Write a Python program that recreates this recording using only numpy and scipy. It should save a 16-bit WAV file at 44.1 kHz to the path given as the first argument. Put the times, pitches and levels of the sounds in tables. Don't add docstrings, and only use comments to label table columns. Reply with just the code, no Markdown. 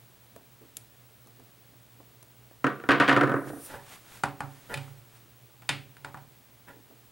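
import sys
import numpy as np
from scipy import signal
from scipy.fft import rfft, irfft, next_fast_len
from scipy.io import wavfile
from scipy.ndimage import uniform_filter1d, minimum_filter1d

SR = 44100
rng = np.random.default_rng(int(sys.argv[2]) if len(sys.argv) > 2 else 0)


def transcribe(signal):
    frames = np.atleast_2d(signal).T
    limited = np.clip(frames, -1, 1)
    pcm = np.round(limited * 32767).astype(np.int16)
    wavfile.write(sys.argv[1], SR, pcm)


N = 313551
BLOW_SIZE = 2 ** 15
TIME = np.arange(N) / SR
AGE = TIME[:BLOW_SIZE]

# pitch in Hz, relative level in dB, t60 in seconds.
BENCH_MODES = [(138.5, -7, 0.5), (205.7, -20, 1), (283, 2.5, 0.24), (344, -8, 0.15), (468, -17, 0.69),
               (542, -21.5, 0.0754), (691, -8, 0.22), (1234, -2, 0.17), (1173, -9.5, 0.58),
               (1307, -15, 0.7), (1476, -18.5, 0.22), (1630, -5, 0.147), (1510, -2, 0.28),
               (1817, 5.5, 0.088), (1890, -5, .22)]
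# pitch in Hz, relative level in dB, t60 in seconds.
CHASSIS_MODES = [(286.5, 2.5, 0.45), (404, -6, 0.72), (564.3, -1.5, 0.48), (768, 0.5, 0.45), (872, 7, 0.26),
                 (949, 10, 0.11), (1010, 12, 0.05), (1050, -1, 0.12), (1431, 11, 0.092), (1550, -17, 0.11),
                 (1748, 9, 0.053), (1927, 0.5, 0.14), (2454, -2, 0.15), (3010, -16, 0.14), (3610, -4, 0.1),
                 (5080, -11.5, 0.13)]
# start in seconds, strength in dB, hardness in dB,
# pitch of the struck spot in Hz, strength of the following boom in dB.
CHASSIS_KNOCKS = [(3.74, -44, -6, 890, -46), (4.236, -24, -1.5, 1363, -36), (4.254, -40, -2, 1190, -62),
                  (4.405, -33, -2.5, 1160, -32.5), (4.741, -43.5, 20.5, 1290, -29),
                  (4.774, -47.5, 15, 1300, -60), (4.878, -58.5, -8, 1300, -43),
                  (5.621, -56, 6.5, 1330, -61), (5.691, -30.5, 16, 1430, -31.5),
                  (5.967, -58, 10, 1510, -47.5), (6.046, -40, 3.5, 1500, -46),
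                  (6.144, -43, -6.5, 1220, -40), (6.172, -49.5, -1, 1110, -72)]


def from_db(db):
    return 10 ** (np.asarray(db) / 20)


def rms(x):
    return np.sqrt(np.mean(x ** 2) + 1e-24)


def unit_energy(x):
    return x / (rms(x) * np.sqrt(x.shape[-1]))


def db_by_bin(points, size):
    hz, db = np.transpose(points)
    return np.interp(np.log(np.fft.rfftfreq(size, 1 / SR) + 1), np.log(hz), db)


def decay(t60):
    return np.exp(-np.log(1000) * AGE / t60)


def swell(s, db, rise_s, fall_s):
    distance = np.maximum((s - TIME) / rise_s, (TIME - s) / fall_s)
    return from_db(db - 20 * distance.clip(max=10))


def strokes(rows, fall_share=0.45):
    return np.sqrt(sum(swell(s, db, rise_s, fall_share * rise_s) ** 2 for s, db, rise_s in rows))


def tone(hz, db, phase=0):
    return np.sqrt(2) * from_db(db) * np.sin(2 * np.pi * (hz * TIME + phase))


def stereo_noise(size, side_db=-14):
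    mid, side = rng.standard_normal((2, size))
    return mid + from_db(side_db) * side * [[1], [-1]]


def coloured_noise(colour, width=((20, -14), (20000, -14))):
    size = next_fast_len(N, True)
    mid, side = rfft(rng.standard_normal((2, size)))
    pair = mid + side * from_db(db_by_bin(width, size)) * [[1], [-1]]
    noise = irfft(pair * from_db(db_by_bin(colour, size)), size)[:, :N]
    return noise / rms(noise)


def click(colour):
    cepstrum = irfft(np.log(from_db(db_by_bin(colour, BLOW_SIZE))))
    cepstrum[1:BLOW_SIZE // 2] *= 2
    cepstrum[BLOW_SIZE // 2 + 1:] = 0
    return unit_energy(irfft(np.exp(rfft(cepstrum))))


def ringing(modes, scatter_db=1.2, pan_spread=.1):
    out = 0
    for hz, db, t60 in modes:
        gain = rng.choice([-1, 1]) * from_db(db + scatter_db * rng.standard_normal())
        pan = 1 + pan_spread * rng.standard_normal() * np.array([[1], [-1]])
        out = out + gain * pan * np.sin(2 * np.pi * hz * AGE) * decay(t60)
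    return unit_energy(out)


def blows(rows, shares, colour, modes, chatter_db, chatter_t60, spot_db, spot_t60,
          ring_db, room_db, side_db):
    # low edge in Hz, high edge in Hz,
    # t60 of the room tail in seconds, relative tail level in dB.
    registers = [(633, 1610, 0.28, 4.5), (81, 647, 0.41, -1.5), (2013, 5150, 0.32, -2.5),
                 (6120, 11600, 0.27, -5)]
    out = np.zeros((2, N + BLOW_SIZE))
    pulse = rfft(click(colour))
    bands = [signal.butter(3, [lo, hi], "band", fs=SR, output="sos") for lo, hi, _, _ in registers]
    build_up = 1 - np.exp(-AGE / 0.0028)
    tails = [from_db(db) * unit_energy(build_up * decay(t60)) for _, _, t60, db in registers]
    for s, strength_db, hardness_db, spot_hz in rows:
        contact = from_db(chatter_db) * unit_energy(rng.standard_normal(BLOW_SIZE) * decay(chatter_t60))
        contact[0] += 1
        spot = from_db(spot_db) * unit_energy(np.sin(2 * np.pi * spot_hz * AGE) * AGE * decay(spot_t60))
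        direct = irfft(rfft(contact) * pulse) + spot + from_db(ring_db) * ringing(modes)
        diffuse = from_db(room_db) * irfft(rfft(stereo_noise(BLOW_SIZE, side_db)) * pulse)
        start = round(s * SR)
        for band, tail, (share_db, slope) in zip(bands, tails, shares):
            part = signal.sosfilt(band, direct + diffuse * tail)
            strength = from_db(strength_db + share_db + slope * hardness_db)
            out[:, start:start + BLOW_SIZE] += strength * part / rms(part[:, :SR // 50])
    return out[:, :N]


def room_air(level_db=-59):
    # frequency in Hz, relative noise density in dB.
    colour = [(15, -48.5), (25, -41.5), (69, -5), (93, -13), (118, 4.5), (167, -14), (196, -8.5),
              (501, -13.5), (709, -14.5), (1310, -18), (1630, -18.5), (3350, -20), (5420, -24),
              (13800, -24.5), (15000, -27.5)]
    # frequency in Hz, side against mid in dB.
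    width = [(30, 7.5), (70, -69.5), (250, -7), (1000, -11.5), (4000, -24), (12000, -15)]
    return from_db(level_db) * coloured_noise(colour, width)


def mains_hum(waver_db=1.3):
    # pitch in Hz, level in dB.
    partials = [(60, -83), (119.7, -64.5), (179.5, -78.5), (434.6, -82)]
    knots = np.linspace(0, TIME[-1], num=50)
    out = 0
    for hz, db in partials:
        waver = np.interp(TIME, knots, rng.standard_normal(len(knots)))
        out = out + tone(hz, db + waver_db * waver, rng.random())
    return out


def tube_whine(line_hz=15734.3, field_hz=59.94, whine_db=-64.5, sideband_db=-11, fall_db=2.3):
    levels = [whine_db] + [whine_db + sideband_db - fall_db * k for k in range(7)]
    return sum(tone(line_hz - k * field_hz, db, rng.random()) for k, db in enumerate(levels))


def beating_whine():
    return tone(hz=15747.3, db=-69)


def fingers(spot_hz=657):
    # time in seconds, strength in dB, hardness in dB, rub level in dB.
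    touches = [(0.362, -53.5, 1.5, -57.5), (0.619, -69, 3, -54.5), (0.769, -61.5, 30.5, -66),
               (1.272, -64, 8.5, -59), (1.398, -62.5, 1, -57), (1.735, -69, -13, -62),
               (2.002, -61, -21, -55), (2.228, -63.5, 14, -70), (2.511, -61.5, -3, -79),
               (6.751, -75, -10, -53), (6.909, -62.5, -10, -56)]
    # offset in dB, dB gained per dB of hardness.
    shares = [(1, -0.1), (0.5, -.05), (-15, 0.89), (-8, 0.92)]
    # frequency in Hz, relative density in dB.
    tap_colour = [(90, 5), (250, 4.5), (500, 0), (1000, -8), (2000, -16.5), (5000, -17.5), (10000, -12),
                  (15000, -5.5)]
    rub_colour = [(90, -22), (260, 43.5), (500, 37.5), (1000, -22), (2000, 9), (5000, -14), (10000, -46),
                  (15000, -60)]
    hits = [(s, db, hardness_db, spot_hz) for s, db, hardness_db, _ in touches]
    taps = blows(hits, shares, tap_colour, BENCH_MODES, chatter_db=9.5, chatter_t60=0.018,
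                 spot_db=-8, spot_t60=0.045, ring_db=-17, room_db=0.5, side_db=-17)
    grip = sum(swell(s, rub_db, rise_s=0.029, fall_s=0.089) for s, _, _, rub_db in touches)
    return taps + grip * coloured_noise(rub_colour)


def screwdriver(spot_hz=1390, hardness_db_per_octave=30):
    # start in seconds, strength in dB, hardness in dB.
    tumble = [(2.643, -23, -1.5), (2.667, -27, 1.5), (2.799, -47, 1.5), (2.838, -42, 0.5),
              (2.889, -15.5, 2), (2.907, -27.5, 9.5), (2.916, -25, 10), (3.0, -14.5, 4),
              (3.011, -32, -10.5), (3.079, -30, 7), (3.085, -20.5, 2.5), (3.093, -22, 9.5),
              (3.113, -25.5, 2), (3.128, -25.5, 3), (3.164, -22, 1.5), (3.173, -23.5, -1.5),
              (3.211, -21.5, -0.5), (3.234, -24.5, -2)]
    # offset in dB, dB gained per dB of hardness.
    shares = [(0, 0), (-1, -0.38), (-12, 1.5), (-29, 0.8)]
    # frequency in Hz, relative density in dB.
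    colour = [(41, -58), (70, -55.5), (128, -5.5), (172, -21.5), (282, -1.5), (395, -5), (565, -8),
              (618, -15.5), (757, -8.5), (866, -25), (947, -10), (1520, -10.5), (3110, -20), (6250, -41.5),
              (15000, -53)]
    hits = [(s, db, hardness_db, spot_hz * 2 ** (hardness_db / hardness_db_per_octave))
            for s, db, hardness_db in list(tumble) + handle_roll()]
    return blows(hits, shares, colour, BENCH_MODES, chatter_db=6, chatter_t60=0.036,
                 spot_db=2, spot_t60=0.011, ring_db=5, room_db=4, side_db=-17)


def handle_roll(count=15, first_gap_s=.021, gap_growth=1.045, hardness_db=-2.5, softening_db_per_s=83):
    # time in seconds, strength in dB.
    force = [(3.274, -31.5), (3.345, -27.5), (3.38, -38), (3.405, -46), (3.55, -47.5), (3.631, -78)]
    s, db = np.transpose(force)
    gaps = first_gap_s * gap_growth ** np.arange(count)
    elapsed = np.cumsum(gaps) - gaps
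    return [(s[0] + t, np.interp(s[0] + t, s, db), hardness_db - softening_db_per_s * t)
            for t in elapsed]


def hand_slide():
    # peak time in seconds, level in dB, rise in seconds.
    moves = [(3.55, -57.5, 0.76), (3.66, -44, .13)]
    # centre in Hz, width in Hz, relative level in dB.
    peaks = [(6040, 270, -11.5), (7800, 870, -20.5), (9530, 500, 1), (10800, 900, -6.5), (11700, 650, -6),
             (13300, 800, -12.5)]
    friction = stereo_noise(N)
    hiss = sum(from_db(db) * signal.lfilter(*signal.iirpeak(hz, hz / width, fs=SR), friction)
               for hz, width, db in peaks)
    return strokes(moves) * hiss / rms(hiss)


def clothes_rustle(boost_db=10, grain_db=1.5, grain_s=0.0011):
    # peak time in seconds, relative level in dB, rise in seconds.
    moves = [(3.495, -57, 0.057), (3.72, -59, .25), (3.94, -57, 0.2), (4.16, -58.5, 0.24),
             (4.58, -70.5, 0.29), (4.8, -65, 0.84), (5.168, -68, 0.15)]
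    # frequency in Hz, relative noise density in dB.
    colour = [(150, 4.5), (400, 2.5), (900, 5), (1700, 3), (3200, -0.5), (5500, -5), (9500, -3.5),
              (15500, -10)]
    catches = rng.standard_normal(N // 20)
    grain = from_db(grain_db * np.interp(TIME / grain_s, np.arange(len(catches)), catches))
    return from_db(boost_db) * grain / rms(grain) * strokes(moves) * coloured_noise(colour)


def chassis_scrapes(slips_per_s=2500, growth_db_per_s=122, release_db_per_s=294):
    # start in seconds, length of the push in seconds, level at its end in dB.
    drags = [(3.691, 0.064, -41.5), (4.693, 0.044, -37.5), (6.674, 0.013, -44.5)]
    # frequency in Hz, relative density in dB.
    colour = [(200, -4.5), (440, 1), (570, 3.5), (680, -5), (850, 1), (1150, -28), (1500, 0), (2000, -11.5),
              (3000, -14.5), (4500, -28), (12000, -24)]
    slips = (rng.random(N) < slips_per_s / SR) * (rng.random(N) - .5)
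    body = unit_energy(click(colour) + ringing(CHASSIS_MODES))
    push = 0
    for s, length_s, db in drags:
        past_peak = TIME - s - length_s
        shape_db = np.minimum(growth_db_per_s * past_peak, -release_db_per_s * past_peak)
        push = push + (TIME > s) * from_db(db + shape_db)
    force = slips / rms(slips) * uniform_filter1d(push, size=400)
    return signal.fftconvolve(force[None], body)[:, :N]


def chassis_clanks():
    # offset in dB, dB gained per dB of hardness.
    shares = [(0, -0.04), (-8, 0.025), (-11, 0.94), (-17.5, 0.79)]
    # frequency in Hz, relative density in dB.
    colour = [(90, 6.5), (280, 2.5), (600, -5.5), (800, 5), (1100, -0.5), (1450, -2), (2000, -5.5),
              (2450, -6), (3300, -11), (4700, -16), (6000, -26.5), (8500, -24), (15000, -34)]
    hits = [row[:4] for row in CHASSIS_KNOCKS]
    return blows(hits, shares, colour, CHASSIS_MODES, chatter_db=9, chatter_t60=0.032,
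                 spot_db=5, spot_t60=0.0092, ring_db=8.5, room_db=6, side_db=-25)


def low_boom(lag_s=0.0085, swell_s=0.017):
    # pitch in Hz, relative level in dB, t60 in seconds.
    modes = [(108.4, -12, 0.63), (138, -0.5, 0.43), (266, -21, 0.88)]
    ring = sum(from_db(db) * np.sin(2 * np.pi * hz * AGE) * decay(t60) for hz, db, t60 in modes)
    boom = (1 - np.exp(-AGE / swell_s)) * ring
    triggers = np.zeros(N)
    for s, *_, boom_db in CHASSIS_KNOCKS:
        triggers[round((s + lag_s) * SR)] = from_db(boom_db)
    return signal.fftconvolve(triggers, boom)[:N]


def standing_waves(x):
    # frequency in Hz, left minus right in dB.
    balance = [(60, -9.0), (110, -11.5), (200, -6.5), (380, -1.5), (700, -1.5), (1290, 0.5), (2380, 1),
               (4400, 1), (8120, 3.5), (15000, -5.5)]
    size = next_fast_len(N + BLOW_SIZE, True)
    gains = from_db(db_by_bin(balance, size) * [[.5], [-.5]])
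    return irfft(rfft(x, size) * gains / gains.mean(axis=0), size)[:, :N]


def scene():
    handling = screwdriver() + chassis_clanks() + low_boom() + fingers() + chassis_scrapes()
    rustle = clothes_rustle()
    air = room_air()
    handling_and_hum = standing_waves(handling + mains_hum())
    return handling_and_hum + hand_slide() + rustle + air + tube_whine() + beating_whine()


def record(dry, ceiling=.38, cutoff_hz=16100):
    gain = np.minimum(1, ceiling / (np.abs(dry).max(axis=0) + 1e-9))
    gain = uniform_filter1d(minimum_filter1d(gain, size=130), size=130)
    low_pass = signal.ellip(10, .1, 90, cutoff_hz, fs=SR, output="sos")
    return signal.sosfilt(low_pass, dry * gain)


dry = scene()
out = record(dry)
transcribe(out)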